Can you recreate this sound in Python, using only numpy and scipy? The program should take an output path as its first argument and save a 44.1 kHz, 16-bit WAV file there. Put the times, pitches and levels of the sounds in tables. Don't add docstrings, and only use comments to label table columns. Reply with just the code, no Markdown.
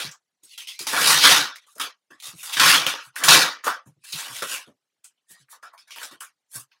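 import sys
import numpy as np
from scipy import signal
from scipy.io import wavfile
from scipy.ndimage import uniform_filter1d

SR = 44100
rng = np.random.default_rng(int(sys.argv[2]) if len(sys.argv) > 2 else 0)


def unload_wav(signal):
    wavfile.write(
        sys.argv[1],
        SR,
        np.round(np.clip(np.atleast_2d(signal).T, -1, 1) * 32767).astype(np.int16),
    )


def magnitude_from_level(level_db):
    exponent = np.asarray(level_db, float) / 20
    return 10 ** exponent


N = 299880


def evened(x):
    return x / np.sqrt(np.mean(x ** 2) + 1e-20)


def colour(x, points):
    f, db = np.transpose(points)
    hz = abs(np.fft.fftfreq(4096, 1 / SR))
    log_gain = np.interp(np.log(hz + 1), np.log(f), db, left=-60) * np.log(10) / 20
    spectrum = np.exp(np.conj(signal.hilbert(log_gain)))
    taps = np.fft.ifft(spectrum).real[:2048]
    return signal.oaconvolve(x, taps)[:len(x)]


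def resonate(x, hz, width):
    turn = np.exp(2j * np.pi * np.cumsum(hz * np.ones(len(x))) / SR)
    r = np.exp(-np.pi * width / SR)
    return 2 * (turn * signal.lfilter([1 - r], [1, -r], x / turn)).real


def resonate_twice(x, hz, width):
    return resonate(resonate(x, hz, width), hz, width)


def add(mix, s, sound):
    part = mix[round(s * SR):][:len(sound)]
    part += sound[:len(part)]


def pulls():
    # start_s, panel_hz, rip_hz
    bends = [(0.0, 1525, 3660), (0.48, 1895, 4125), (0.64, 1406, 3036), (0.81, 1460, 4316),
             (0.95, 1470, 3220), (1.058, 1317, 4005), (1.55, 1493, 3485), (2.06, 1092, 3158),
             (2.27, 1195, 3870), (2.821, 1677, 3107), (2.91, 1083, 3036), (3.08, 1495, 2907),
             (3.24, 1244, 3316), (3.39, 1603, 3933), (3.62, 1252, 3755), (3.87, 1208, 2846),
             (4.04, 1760, 4210), (4.44, 1432, 2994), (4.611, 1707, 3133), (4.77, 918, 2960),
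             (5.4, 1867, 3867), (5.55, 1060, 4190), (5.66, 1356, 2840), (5.779, 998, 4834),
             (5.93, 1600, 2797), (6.029, 1505, 3475), (6.3, 1300, 2976), (6.55, 1608, 4330)]
    # centre_hz, width_hz, level_db
    panel_modes = [(492, 87, -10), (1014, 320, 3.5), (1390, 910, 5.5), (1718, 680, 4.5)]
    # frequency_hz, relative density_db (per Hz)
    rip_spectrum = [(1200, -61), (2000, 3), (2600, 5.5), (3250, 3), (4200, 1.5), (5100, 4), (6200, -0.5),
                    (9000, -34)]
    # frequency_hz, relative density_db (per Hz)
    fizz_spectrum = [(3500, -26.5), (5800, -9.5), (6500, -1.5), (8000, 0), (10000, 2.5), (12500, -4.5),
                     (15500, -7.5)]
    # frequency_hz, relative density_db (per Hz)
    wall_spectrum = [(40, -52.5), (90, -24), (150, -10), (210, -2.5), (300, 5), (420, 2), (700, -17),
                     (1100, -33)]
    bend_s, panel_hz, rip_hz = np.transpose(bends)
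    t = np.arange(N) / SR
    panel_hz, rip_hz = np.interp(t, bend_s, panel_hz), np.interp(t, bend_s, rip_hz)
    rip_db, ring_db, fizz_db = pull_levels(t)

    light = np.clip((-21.5 - rip_db) / 30, 0, 1)
    drive = crackle(per_s=1500, spread_db=2.0, rub=1.0, clump_db=0.91)
    drive = patchy(drive, depth_db=2.47 + 2.2 * light ** 2)
    drive = room(drive, t60=.25, wet_db=-10)

    board = np.zeros(N)
    for k, (hz, width, db) in enumerate(panel_modes):
        board += (-1) ** k * magnitude_from_level(db) * resonate(drive, hz, width)
    board = signal.sosfilt(signal.butter(2, 630, "high", fs=SR, output="sos"), board)
    board = np.roll(board, shift=130)
    squeak = np.clip(0.017 + 0.073 * light + 0.0047 * (ring_db - rip_db), 0, 1)
    bent = resonate_twice(board, panel_hz, 240)
    board = np.sqrt(1 - squeak) * evened(board) + np.sqrt(squeak) * evened(bent)

    walls = evened(colour(drive, wall_spectrum))
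    board = board + magnitude_from_level(-16.0 - 10.0 * light ** 2) * walls
    air = evened(resonate_twice(drive, hz=155, width=55))
    board = board + magnitude_from_level(-20.0 - 32.0 * light) * air

    rip = colour(drive, rip_spectrum)
    rip_ring = evened(resonate(rip, rip_hz, 850))
    rip = evened(rip) + magnitude_from_level(-4.5 + 1.6 * light) * rip_ring
    fizz = colour(drive, fizz_spectrum)
    layers = [(rip, rip_db), (board, ring_db), (fizz, fizz_db)]
    return sum(evened(x) * magnitude_from_level(db) for x, db in layers)


def pull_levels(t):
    # start_s, rip_db, ring_db (cardboard, above the rip), fizz_db (above the rip), fall_ms (to fall 20 dB)
    tugs = [ (0.0, -30, -4, -5, 117), (0.436, -57, -12, 5.5, 80), (0.579, -38, -14.5, -2.5, 102),
            (0.673, -36.5, -21.5, -5, 124), (0.792, -35.5, -13, 0.5, 111), (0.869, -26, -6, -2.5, 150.5),
            (0.965, -26, 4, -6, 101.5), (1.558, -44.5, -10.5, -3, 51.5), (1.668, -63.5, 0, 4, 85),
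            (1.755, -61.5, -10, 9.5, 59), (1.78, -54, 5, -8, 50), (1.799, -28.5, -1, -2.5, 97.5),
            (2.107, -59, 8.5, -2, 95.5), (2.202, -48.5, -31, -1, 27), (2.224, -43, -12.5, -1, 120.5),
            (2.431, -38, -7, 4.5, 120), (2.53, -28.5, -11.5, -3, 100), (2.569, -22.5, -4.5, -21, 99),
            (2.5975, -13.5, -3.5, -8, 182.5), (2.865, -22.5, -2, -7, 120), (3.159, -37.5, -9, 3, 119.5),
            (3.237, -20.5, -2.5, 1, 132.5), (3.2841, -10, -4.5, -6.5, 143), (3.644, -36, 4, 5, 103),
            (3.862, -72, 9.5, 15, 72), (4.04, -50.5, -8, 4.5, 149.5), (4.124, -34.5, -16.5, -1.5, 154),
            (4.422, -33.5, 1.5, 0, 66), (4.665, -65.5, 2, 2, 81.5), (5.043, -59, -6.5, 4, 83.5),
            (5.63, -52, 8.5, -2, 84.5), (5.736, -68.5, 11, 10.5, 52), (5.779, -51.5, -11.5, -6, 88.5),
            (5.876, -55, -7.5, -3.5, 82), (5.908, -40, -18, -8, 90), (5.961, -44.5, 1.5, -2, 106),
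            (6.113, -53, 1, 2.5, 78), (6.207, -45.5, -5.5, 6.5, 90), (6.717, -63, -3.5, -23.5, 90)]
    # peak_s, rip_db, ring_db (above the rip), fizz_db (above the rip), climb_ms (to climb 20 dB)
    drags = [ (0.532, -49, -28, -2.5, 81.5), (0.935, -27, 5, -3.5, 26.5), (1.02, -26, 0.5, -6, 153),
             (1.105, -13.5, -3.5, -3.5, 149.5), (1.25, -8.5, -3.5, -7.5, 43.5), (1.321, -15, -5.5, -6, 118),
             (1.63, -60, -4.5, -7, 51.5), (1.721, -66, -6, 9, 61.5), (1.854, -42, -8, -17, 71),
             (2.269, -40, -5, 2.5, 54.5), (2.41, -48, -13.5, 5.5, 74.5), (2.499, -41, -4, -2, 81.5),
             (2.701, -12.5, -4, -6, 147), (2.99, -41.5, 0, -35, 79.5), (3.06, -57, 5, 5.5, 80.5),
             (3.225, -42, 15.5, -6, 68.5), (3.318, -10, -1.5, -5.5, 46), (3.558, -57, 9.5, -29, 59),
             (3.671, -31, 8.5, -10, 28.5), (4.105, -45.5, -14, -0.5, 69), (4.195, -33.5, -5.5, -1, 90.5),
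             (4.269, -40.5, 1.5, 0, 102), (4.373, -36, -6.5, -0.5, 116), (4.528, -32, -3.5, 1, 111),
             (4.599, -48.5, -6, -1.5, 79), (5.314, -56, -3.5, 9.5, 34), (5.357, -61, -2, -6.5, 48.5),
             (5.41, -60.5, -12, -1.5, 58.5), (5.515, -57.5, -3, 12.5, 22.5), (5.539, -57, 7.5, 5.5, 40.5),
             (5.674, -59.5, 1.5, -18.5, 45), (6.035, -41.5, 1, 2.5, 54), (6.558, -46.5, 2, 11.5, 43),
             (6.6, -56, -11.5, 12.5, 37.5)]
    s, rip_db, ring_db, fizz_db, span_ms = np.transpose(tugs + drags)[:, :, None]
    is_tug = np.arange(len(s))[:, None] < len(tugs)
    rise_ms = np.where(is_tug, 1.2 * magnitude_from_level(-0.19 * rip_db), span_ms)
    fall_ms = np.where(is_tug, span_ms, 222.4 * magnitude_from_level(0.21 * rip_db))

    climb_bend = 0.43
    fall_bend = np.clip(0.6 - 0.17 * rip_db / 40, 0, 1)
    ms = np.arange(1000 * N // SR) - 1000 * s
    before = np.maximum(-ms, 0) / rise_ms
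    after = np.maximum(ms, 0) / fall_ms
    climb_db = 20 * ((1 - climb_bend) * before + climb_bend * before ** 2)
    fall_db = 20 * ((1 - fall_bend) * after + fall_bend * after ** 2)

    ring_lag, ring_fall, fizz_fall = 0.55, 0.88, 1.45
    rip = rip_db - climb_db - fall_db
    ring = rip_db + ring_db - (1 + ring_lag) * climb_db - ring_fall * fall_db
    fizz = rip_db + fizz_db - climb_db - fizz_fall * fall_db
    powers = [(magnitude_from_level(db) ** 2).sum(0) + 1e-12 for db in (rip, ring, fizz)]
    return [np.interp(1000 * t, np.arange(len(p)), 10 * np.log10(p)) for p in powers]


def crackle(per_s, spread_db, rub, clump_db):
    chance, size = rng.random(N), rng.exponential(1, N)
    hiss, clump = rng.standard_normal((2, N))
    clicks = (chance < per_s / SR) * np.sign(hiss) * magnitude_from_level(spread_db * np.minimum(size, 4))
    clumps = evened(uniform_filter1d(uniform_filter1d(clump, size=200), size=200))
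    return evened((evened(clicks) + rub * hiss) * magnitude_from_level(clump_db * clumps))


def patchy(x, depth_db):
    hz, t, z = signal.stft(x, SR, nperseg=512, noverlap=384)
    field = rng.standard_normal(z.T.shape).T
    for _ in range(2):
        field = uniform_filter1d(uniform_filter1d(field, size=3, axis=0), size=10, axis=1)
    depth_db = np.interp(t, np.arange(N) / SR, depth_db)
    treble_calm = 1 + (hz[:, None] / 10500) ** 4
    gain = magnitude_from_level(depth_db * evened(field) / treble_calm)
    gain /= np.sqrt(np.mean(gain ** 2, axis=0))
    return signal.istft(z * gain, nperseg=512, noverlap=384)[1][:N]


def snaps():
    # start_s, level_db (peak ahead of the colouring), centre_hz,
    # rattle (after the crack, 0-1)
    snap_list = [(0.113, -27, 6650, 0.86), (0.582, -21.5, 3160, 0.47), (0.673, -21, 3470, 0.05),
                 (0.792, -17.5, 4650, 0.4), (0.869, -15, 4230, 0.4), (1.008, -8, 1660, 0.35),
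                 (1.186, -5, 4940, 1), (1.559, -21, 1820, 0.05), (1.783, -17, 11400, 0.18),
                 (1.811, -11.5, 3220, 0.86), (2.2018, -23.5, 3500, 0.1), (2.431, -28.5, 8260, 0.4),
                 (2.525, -14, 2660, 0.5), (2.532, -11, 3300, 0.41), (2.569, -9, 1600, 0.5),
                 (2.595, -6.5, 1420, 0.55), (2.658, -1, 1430, 0.5), (2.701, 3, 2000, 0.5),
                 (2.866, 4, 3000, 0.13), (3.163, -13, 1620, 0.8), (3.238, -7, 2940, 0.1),
                 (3.2815, -1, 1100, 0.52), (3.639, -18.5, 1440, 0.4), (3.667, -7.5, 1157, 0.5),
                 (3.679, -3, 1090, 0.13), (4.128, -14, 4070, 0.68), (4.3925, -14.5, 3770, 0.3),
                 (4.4226, -10.5, 1450, 0.23), (4.5482, -12, 2450, 0.2), (5.043, -29, 8000, 0.78),
                 (5.177, -55, 3010, 0.5), (5.317, -27.5, 8160, 0.1), (5.485, -44.5, 1500, 0.62),
                 (5.528, -34, 1050, 0.8), (5.628, -34.5, 1590, 0), (5.639, -29, 1150, 0.22),
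                 (5.737, -31.5, 976, 0.6), (5.908, -26.5, 2670, 0.1), (5.961, -18, 3150, 0.05),
                 (5.972, -34, 950, 0.7), (5.985, -14, 2500, 0.1), (6.016, -21.5, 1540, 0.5),
                 (6.032, -15.5, 3500, 0.33), (6.209, -23.5, 1390, 0.95), (6.219, -27, 1210, 0.5),
                 (6.232, -29, 1392, 0.7), (6.718, -42.5, 2470, 0.62)]
    out, t = np.zeros(N), np.arange(3000) / SR
    noises = rng.standard_normal((len(snap_list), len(t)))
    for (s, db, hz, rattle), noise in zip(snap_list, noises):
        crack = (t == 0) * 8 + noise * magnitude_from_level(-60 * t / 0.002)
        tail = noise * magnitude_from_level(-60 * t / 0.12)
        burst = np.clip(1 - rattle, .1, 1) * crack + np.clip(rattle, 0, 1) * tail
        ring = resonate_twice(burst, hz, 0.43 * hz)
        edge = 0.084 * min(hz / 2500, 1) ** 2 * np.diff(burst, prepend=0)
        burst = ring + edge
        add(out, s, magnitude_from_level(db) * burst / abs(burst).max())
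    return colour(out, [(150, -28.0), (600, -7.0), (16000, -6.5)])


def thumps():
    # start_s, level_db (peak), pitch_hz
    knocks = [(0.037, -35.5, 153), (0.428, -61, 385), (0.802, -38.5, 370), (1.759, -44.5, 604),
              (2.104, -49.5, 322), (2.273, -52, 158), (2.331, -43, 165), (2.609, -28, 162),
              (3.064, -56.5, 137.3), (3.86, -41, 147), (3.962, -59, 155), (4.131, -37.5, 159),
              (4.293, -43.5, 132), (4.419, -27.5, 534), (4.67, -47.5, 271), (4.673, -47.5, 533),
              (5.298, -57.5, 185), (5.397, -58, 143), (6.112, -46.5, 340), (6.116, -51, 655),
              (6.552, -40.5, 129)]
    # (periods of the pitch to fall 60 dB, for a pitch of 150 Hz)
    box_modes = [(1.0, 3, 10), (1.9, -4, 3.5), (3.3, -24, 8)]
    out, t = np.zeros(N), np.arange(8000) / SR
    noises = rng.standard_normal((len(knocks), len(t)))
    for (s, db, hz), noise in zip(knocks, noises):
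        loss = (hz / 150) ** 0.33
        ring = np.zeros(len(t))
        for ratio, mode_db, cycles in box_modes:
            ring += magnitude_from_level(mode_db - 60 * t * hz * loss / cycles) * np.sin(2 * np.pi * ratio * hz * t)
        push = noise * np.sqrt(t) * np.exp(-t / 0.016)
        ring = signal.oaconvolve(ring, push)[:len(t)]
        add(out, s, magnitude_from_level(db) * ring / abs(ring).max())
    return out


def creaks():
    # start_s, length_ms, level_db (rms, ahead of the room), first_hz, last_hz
    creak_list = [(1.669, 31, -61, 1250, 1160), (5.26, 160, -65.5, 1810, 1920)]
    out = np.zeros(N)
    noises = rng.standard_normal((len(creak_list), SR // 4))
    for (s, length_ms, db, first_hz, last_hz), noise in zip(creak_list, noises):
        u = np.linspace(0, 1, int(length_ms * SR / 1000))
        hz = first_hz + (last_hz - first_hz) * u
        tone = evened(resonate_twice(noise[:len(u)], hz, width=65))
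        add(out, s, magnitude_from_level(db) * np.sqrt(2) * np.sin(np.pi * u) * tone)
    return out


def room(x, t60, wet_db):
    taps = np.zeros(SR // 2)
    at = np.arange(120, len(taps) - 20, 20)
    taps[at + rng.integers(0, 20, len(at))] = rng.choice([-1., 1.], len(at))
    taps *= magnitude_from_level(-60 * np.arange(len(taps)) / SR / t60)
    return x + magnitude_from_level(wet_db) * signal.oaconvolve(x, taps / np.linalg.norm(taps))[:N]


def background_hiss():
    return magnitude_from_level(-73.5) * evened(uniform_filter1d(rng.standard_normal(N), size=2))


def scene():
    hits = room(snaps() + creaks(), t60=.12, wet_db=-6) + thumps()
    mix = pulls() * magnitude_from_level(-1.0) + hits + background_hiss()
    return np.array([mix, mix])


def suppress(x):
    z = signal.stft(x, nperseg=512, noverlap=384)[2]
    power = uniform_filter1d(uniform_filter1d(abs(z) ** 2, size=5, axis=0), size=4, axis=1)
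    threshold_db = -93. + 4.0 * np.linspace(0, 1, len(z))[:, None]
    sink_db = np.arange(z.shape[1]) * 128 / SR * 75
    held_db = np.maximum.accumulate(10 * np.log10(power.mean(0) + 1e-20) + sink_db) - sink_db
    deeper_db = np.clip(held_db + 86., -12., 0)
    keep = np.maximum(power / (power + magnitude_from_level(2 * threshold_db)), magnitude_from_level(-24)) * magnitude_from_level(deeper_db)
    return signal.istft(z * keep, nperseg=512, noverlap=384)[1][:N]


def low_pass(x):
    return signal.sosfilt(signal.butter(12, 16390, fs=SR, output="sos"), x)


def record(dry):
    x = suppress(dry[0])
    x = signal.sosfilt(signal.butter(4, 110, "high", fs=SR, output="sos"), x)
    x = x / (1 + abs(x / 1.05) ** 4) ** .25
    band_edge = signal.firwin(511, 15900, window=("kaiser", 9), fs=SR)
    x = signal.oaconvolve(x, band_edge, "same")
    return low_pass(np.array([x, x]))


dry = scene()
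out = record(dry)
unload_wav(out)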